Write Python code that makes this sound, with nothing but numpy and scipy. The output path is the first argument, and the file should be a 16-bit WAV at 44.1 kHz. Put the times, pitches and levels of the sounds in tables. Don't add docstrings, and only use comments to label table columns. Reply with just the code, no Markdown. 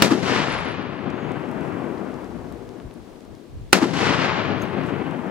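import sys
import numpy as np
from scipy import signal
from scipy.fft import rfft, irfft, next_fast_len
from scipy.io import wavfile
from scipy.ndimage import uniform_filter1d

SR = 44100
rng = np.random.default_rng(int(sys.argv[2]) if len(sys.argv) > 2 else 0)


def pcm_store(signal):
    levels = np.round(np.clip(np.atleast_2d(signal), -1, 1) * 32767)
    wavfile.write(sys.argv[1], SR, levels.astype(np.int16).T)


def field_ratio(decibels):
    return 10 ** (np.asarray(decibels, dtype=float) / 20)


N = 233938
LONG = next_fast_len(N)
TOP_HZ = 15900
EARLIER_SHOT_S = -0.215
# (time [s], blast level [dB])
SHOTS = [
    (0.0218, -7),
    (3.7293, -4),
]


def at(table, hz):
    points_hz, values = np.array(table).T
    return np.interp(np.log(hz + 1), np.log(points_hz), values)


def unit(x):
    return x / np.sqrt(np.mean(x ** 2))


def band(x, lo_hz, hi_hz, order=2):
    limits_hz = [lo_hz, min(hi_hz, 0.45 * SR)]
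    return signal.sosfilt(signal.butter(order, limits_hz, "band", fs=SR, output="sos"), x)


def ring(hz, t60, length):
    t = np.arange(int(length * SR)) / SR
    return np.sin(2 * np.pi * hz * t) * np.exp(-np.log(1000) * t / t60)


def walk(rate):
    hold = int(SR / rate)
    goals = np.repeat(rng.standard_normal(N // hold + 1), hold)
    return uniform_filter1d(uniform_filter1d(goals, hold), hold)[:N]


def add(out, x, s):
    i = int(s * SR)
    out[..., i:i + x.shape[-1]] += x[..., :N - i]


def sides(pan_db):
    return np.array([[pan_db], [-pan_db]]) / 2


def swells(events, quiet):
    t = np.arange(N) / SR
    power = quiet ** 2
    for s, db, half_s in events:
        power = power + field_ratio(2 * db) * np.exp(-2 * ((t - s) / half_s) ** 2)
    return np.sqrt(power)


def since_shot():
    t = np.arange(N) / SR
    starts = np.array([EARLIER_SHOT_S, SHOTS[0][0], SHOTS[1][0]])
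    shot = np.searchsorted(starts, t, side="right") - 1
    return shot, t - starts[shot]


def sag_db():
    shot, since = since_shot()
    depth_db = np.array([4, 5, -0.5])[shot]
    dropped = (1 + np.tanh((since - 0.42) / 0.11)) / 2
    not_yet_back = (1 - np.tanh((since - 1.2) / 0.28)) / 2
    return depth_db * dropped * not_yet_back


def hiss_gain():
    # (time [s], level [dB], half length [s])
    rustles = [
        (1.66, -68, .04),
        (4.255, -65, .015),
        (4.875, -65, .035),
    ]
    open_db, duck_db, settle_s = -67.5, 22, 1.9
    since = since_shot()[1]
    db = open_db - duck_db * (1 - np.tanh((since - 0.6) / 0.07)) / 2
    db = db - 2 * np.maximum(settle_s - since, 0) - 2 * np.maximum(since - settle_s, 0)
    return swells(rustles, field_ratio(db - 1.2 * sag_db()))


def hiss():
    # (frequency [Hz], level per Hz [dB])
    colour = [(180, -37), (300, -2.5), (470, -4), (519, -10.5), (1480, -20.5), (1610, -18), (4020, -21.5),
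              (10200, -31), (16000, -38.5)]
    hz = np.fft.rfftfreq(LONG, 1 / SR)
    crackle_db = 2 * np.minimum(rng.exponential(size=N), 6)
    noise = rng.standard_normal((3, N)) * field_ratio(crackle_db)
    pair = noise[:2] + 0.5 * noise[2]
    out = irfft(rfft(pair, LONG) * field_ratio(at(colour, hz)) * (hz < TOP_HZ), LONG)[:, :N]
    out = out / np.std(band(out.mean(axis=0), 7600, 17000, order=4))
    return out * hiss_gain() * field_ratio(0.51 * walk(8.1))


def wind():
    # (time [s], level [dB], half length [s])
    gusts = [(.35, -47, .09), (.59, -36.5, 0.088), (.81, -55, .07), (1.58, -49., .08), (1.94, -46, .06),
             (2.12, -48, 0.07), (2.45, -41, 0.23), (2.68, -44, 0.036), (2.86, -36, 0.038),
             (3.0, -43, 0.037), (3.14, -46.5, .05), (3.32, -42.5, 0.054), (3.6, -32.5, 0.085),
             (4.35, -50., 0.047), (4.6, -51., 0.081), (5.24, -56, .12)]
    lull_db = -61
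    rumble = unit(band(rng.standard_normal((2, N)), 39, 108)) * field_ratio(np.array([[4], [0]]))
    return rumble * swells(gusts, field_ratio(lull_db)) * field_ratio(-3)


def scatterers():
    # (time after the shot [s], level [dB])
    landmarks = [(.058, 9), (0.243, 10), (0.26, 10.5), (.302, 10.5), (.339, 13), (.379, 15), (.462, 12),
                 (.5, 8), (.566, 13), (1.055, 13.5), (1.222, 8.5), (1.338, 3), (1.631, 3), (1.8, 7.5),
                 (1.84, 12.5), (2.247, 4), (2.289, 5), (2.596, 13.5), (2.739, 10)]
    size = rng.standard_normal((2, N)) * field_ratio(2.14 * rng.exponential(size=(2, N)))
    size = unit(size * field_ratio(1.6 * walk(45) + 1.33 * walk(200)))
    t = np.arange(int(0.03 * SR)) / SR
    swell_and_fade = np.exp(-t / 0.0043) * np.minimum(t / 0.002, 1)
    for s, db in landmarks:
        top_hz = 1700 / (s + 0.23)
        burst = unit(band(rng.standard_normal(len(t)), 180, top_hz)) * np.sqrt(2 * top_hz / SR)
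        add(size[0], burst * swell_and_fade * field_ratio(db - 2.5), s - 0.002)
    return size


def echo_levels():
    # (time after the shot [s], level at 300 Hz [dB], extra at 1 kHz [dB],
    # rise [dB/s], fall [dB/s])
    terrain = [(0.027, -16.5, -6.5, 28, 334), (.055, -31.5, 1, 303, 250.), (0.097, -20.5, 0.5, 427, 330.),
               (.16, -26, -13, 61, 12.5), (.207, -38.5, 6.5, 1200., 22), (.26, -32.5, 7.5, 400., 55),
               (.32, -31.5, 7, 212, 42.5), (.42, -35, 7.5, 122.5, 25.5), (.54, -33, 8.5, 85, 36),
               (.8, -32.5, -5, 28.5, 18), (1.06, -28.5, -7.5, 45, 23), (1.3, -33, -6, 15.5, 7),
               (1.72, -30, -5.5, 12.5, 17.5), (2.1, -36, -9.5, 6.5, 10.5)]
    shot, since = since_shot()
    low, mid = 0, 0
    for s, db, bright_db, rise, fall in terrain:
        before, after = np.maximum(s - since, 0), np.maximum(since - s, 0)
        power = field_ratio(2 * (db - rise * before - fall * after))
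        low = low + power
        mid = mid + power * field_ratio(2 * (bright_db - 2.5 * after))
    gain_db = np.array([1.5, -0.05, -0.53])[shot] - sag_db()
    db_300 = 10 * np.log10(low) + gain_db
    db_1k = 10 * np.log10(mid) + gain_db
    wall_db = 7.5 * np.exp(-((since - 0.095) / 0.039) ** 2)
    slope_db = 4 * (1 + np.tanh((since - 1.44) / 0.11)) / 2
    db_3k = db_1k - 4 - 4.5 * since - wall_db - slope_db
    db_7k = db_3k - 1 - np.minimum(26 * since, 37)
    db_11k = db_7k + 0.93 * (db_7k - db_3k) + 4
    db_15k = db_7k + 2.2 * (db_7k - db_3k) + 7
    bass_db = uniform_filter1d(np.minimum(db_300, -27), int(0.06 * SR))
    bass_db += 5 * np.exp(-((since - 0.45) / 0.9) ** 2) - 0.88 * since
    bass_db -= 6 * np.exp(-((since - 0.14) / 0.08) ** 2)
    return np.array([bass_db, db_300, db_1k, db_3k, db_7k, db_11k, db_15k])


def echo():
    # (frequency [Hz], level per Hz [dB])
    colour = [(35, -62.5), (70, -37.5), (130, -27.5), (300, -23.5), (550, -30), (1000, -30.5), (3000, -32),
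              (5000, -34), (7000, -39.5), (11000, -50.5), (16000, -64)]
    # (frequency [Hz], left minus right [dB])
    balance = [(60, 21.5), (110, 15), (200, 13.5), (380, 13), (700, 10.0), (1290, 6), (2380, 2.5),
               (4400, 0.5), (8120, -1), (15000, -3.5)]
    # (frequency [Hz], likeness [0-1])
    likeness = [(60, 0.6), (130, 0.59), (300, 0.89), (700, 0.7), (1500, 0.36), (3000, 0.8), (7000, 0.09),
                (15000, 0.23)]
    repeat_share = 0.7
    size = scatterers()
    since = (since_shot()[1] * SR).astype(int)
    pattern = np.sqrt(repeat_share) * size[:, since] + np.sqrt(1 - repeat_share) * size[:, ::-1]
    hz = np.fft.rfftfreq(LONG, 1 / SR)
    first, second = rfft(pattern, LONG) * field_ratio(at(colour, hz)) * (hz < TOP_HZ) * np.sqrt(SR / 2)

    like = np.clip(at(likeness, hz), 0, 1)
    right = field_ratio(-at(balance, hz))
    late = np.exp(-2j * np.pi * hz * 6e-5)
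    level = 2 / np.sqrt(1 + right ** 2 + 2 * like * right)
    mixed = like * first + np.sqrt(1 - like ** 2) * second
    pair = level * np.array([first * late, right * mixed])

    levels, known = echo_levels(), np.log([130, 330, 1000, 3000, 6500, 11000, 15000])
    centres = np.log(117 * 2 ** np.arange(0, 7.1, 0.5))
    out = 0
    for row, centre in zip(np.eye(len(centres)), centres):
        weights = np.array([np.interp(centre, known, weight) for weight in np.eye(len(known))])
        part = irfft(pair * np.interp(np.log(hz + 1), centres, row), LONG)[:, :N]
        out = out + part * field_ratio(weights @ levels)
    return out


def ticks():
    # (time [s], peak level [dB], brightness [octaves from 5.5 kHz], left minus right [dB])
    contacts = [(1.1011, -43, -0.07, -2), (1.104, -39, -.3, -7), (1.319, -40, .1, -2),
                (1.3953, -51, -.2, -2), (1.4892, -45, -.1, 3), (1.515, -40, .3, -3),
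                (1.6098, -44, 0.43, -3), (1.7242, -46, -0.23, 0), (1.9796, -42, -.8, -2),
                (2.1203, -43, -1.2, -1), (2.142, -40, -.3, 0), (2.2448, -43, -0.27, 2),
                (2.5244, -40, .3, -1), (2.6913, -37, -.6, 6), (2.8008, -37, -1.2, 0),
                (2.9113, -43, -1.2, -2), (2.9405, -47, 0.31, 4), (3.0789, -52, -.9, 2),
                (3.1605, -48, -1.2, -1), (3.207, -45, -.9, -3), (3.2515, -48, .1, -4),
                (3.3516, -46, .2, -4), (4.2549, -39, -.2, -1), (4.6338, -37, 0.0068, -2),
                (4.837, -27, -0.3, 5), (4.865, -46, .3, -1), (4.8935, -49, .9, 0), (5.0732, -50, .8, -4),
                (5.111, -41, -0.15, -7), (5.27, -53, .5, 0)]
    width = 1.75
    out = np.zeros((2, N))
    t = np.arange(int(0.015 * SR)) / SR
    for s, db, bright, pan_db in contacts:
        hz = 5500 * 2 ** bright
        click = (1 + 0.9 * rng.standard_normal(len(t))) * np.exp(-t / 0.0001)
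        click = band(band(click, hz / width, hz * width), 1500, TOP_HZ, order=1)
        peak_db = min(db, -41) + 5
        add(out, click / np.abs(click).max() * field_ratio(peak_db + sides(pan_db)), s)
    return out


def buckle_slide():
    start, end, level_db = 1.11, 1.31, -70
    scrape = 0
    for hz in (6200, 6800):
        noise = unit(band(rng.standard_normal(N), hz - 170, hz + 170))
        scrape = scrape + noise * field_ratio(3 * walk(25.2))
    progress = np.clip((np.arange(N) / SR - start) / (end - start), 0, 1)
    return scrape * field_ratio(level_db) * np.sqrt(np.clip(np.sin(np.pi * progress), 0, 1))


def flying_case():
    # (frequency [Hz], level [dB], time to fade by 60 dB [s])
    case_modes = [
        (7650., -41.5, 0.86),
        (9560., -54., 0.78),
        (9792., -42.5, 0.83),
        (13959., -61, .9),
    ]
    start, end = 0.36, 1.05
    out, t = np.zeros((2, N)), np.arange(N) / SR
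    reopening = np.minimum(t / 0.18, 1) ** 1.8
    for hz, db, t60 in case_modes:
        tumble = walk(260) * field_ratio(5.4 * walk(16))
        tone = ring(hz, t60, end - start)
        add(out, tone * (tumble * reopening)[:len(tone)] * field_ratio(db), start)
    return out


def clinks():
    # (time [s], peak level [dB], frequency [Hz], left minus right [dB])
    hits = [
        (4.6009, -45, 6540, -1.5),
        (4.6144, -41, 6570, -5),
        (4.6198, -32, 6370, 5),
        (4.6224, -37, 6600, -10),
        (4.6351, -42, 12900, -6),
        (4.6524, -44, 6140, -5),
        (4.8674, -55, 6600, 6),
    ]
    out = np.zeros((2, N))
    for s, db, hz, pan_db in hits:
        clink = ring(hz, 0.032, 0.05)
        for place in rng.random(3):
            clink = clink + 0.19 * ring(6700 + 6500 * place, 0.025, 0.05)
        t = np.arange(len(clink)) / SR
        grit = rng.standard_normal(len(t)) * np.exp(-t / 0.0038)
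        clink = clink + 0.5 * band(grit, 6000, 15500)
        add(out, clink * field_ratio(db - 6.5 + sides(pan_db)), s)
    return out


def slaps():
    # (time after the shot [s], level [dB], frequency [Hz], length [s])
    returns = [
        (.0903, -8.5, 335, 0.0077),
        (.0965, -2.5, 300., 0.0097),
        (.1112, -9, 288, 0.01),
        (.1265, -5.5, 298, 0.0047),
        (.134, -20, 290, 0.011),
    ]
    out = np.zeros((2, N))
    for shot_s, _ in SHOTS:
        for s, db, hz, length in returns:
            t = np.arange(int(length * SR)) / SR
            fade = np.cos(np.pi / 2 * (t / length) ** 2)
            train = np.tanh(0.77 * np.sin(2 * np.pi * hz * t)) * fade * field_ratio(db)
            add(out, train * field_ratio(np.array([[0], [-6]])), shot_s + s)
    return band(out, 164, 2800)


def blast():
    lead, t = int(0.004 * SR), np.arange(int(0.07 * SR)) / SR
    swing = -ring(323, 0.0095, 0.07) * field_ratio(8.5)
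    shared = band(rng.standard_normal(len(t)), 780, 2980)
    own = band(rng.standard_normal((2, len(t))), 410, 4260)
    roar = unit(shared * np.array([[1], [0.5]]) + 0.76 * own)
    thud = unit(band(rng.standard_normal(len(t)), 140, 690)) * field_ratio(np.array([[-3], [-9]]))
    pressure = swing + (roar + thud) * field_ratio(2.5) * np.exp(-t / 0.0071)
    limiter = 0.37 + 1.92 * np.exp(-t / 0.0032)
    overloaded = np.tanh(pressure * field_ratio(8)) * limiter * np.exp(-(t / 0.054) ** 2)
    clack = unit(band(rng.standard_normal(lead), 300, 9000, order=1))
    clack = clack * np.sqrt(np.linspace(0, 1, lead)) * field_ratio(-23)
    return np.concatenate([clack * np.ones((2, 1)), overloaded], axis=1), lead / SR


def scene():
    out = echo() + ticks() + buckle_slide() + flying_case() + clinks() + slaps()
    for s, db in SHOTS:
        wave, lead_s = blast()
        add(out, wave * field_ratio(db), s - lead_s)
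    return signal.sosfilt(signal.butter(2, 70, "high", fs=SR, output="sos"), out) + hiss() + wind()


def masked(x):
    # (frequency [Hz], share [dB])
    hiding = [(5000, -90.), (7000, -48.5), (9000, -49.5), (12000, -61), (15600, -70.5), (15950, -49),
              (20000, -36)]
    hz, s, z = signal.stft(x, SR, nperseg=2048)
    power = np.sum(np.abs(z) ** 2, axis=0)
    bands = power[:-1].reshape(64, 16, -1).sum(axis=1)
    limit_db = at(hiding, hz[8::16])[:, None]
    since = np.min([np.where(s > shot_s - 0.03, s - shot_s, 9) for shot_s, _ in SHOTS], axis=0)
    limit_db = limit_db - 7 * np.clip((since - 0.65) / 0.45, 0, 1)
    limit_db = limit_db + 3 * rng.standard_normal(bands.shape)
    hidden = bands < power.sum(axis=0) * field_ratio(2 * limit_db)
    z[:, :-1] *= np.repeat(hidden, 16, axis=0)
    return signal.istft(z, SR)[1][:, :N]


def low_pass(x):
    return signal.sosfilt(signal.butter(12, 16910, fs=SR, output="sos"), x)


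def record(dry):
    clipped = np.clip(dry, -1, 1)
    return low_pass(clipped - masked(clipped))


dry = scene()
out = record(dry)
pcm_store(out)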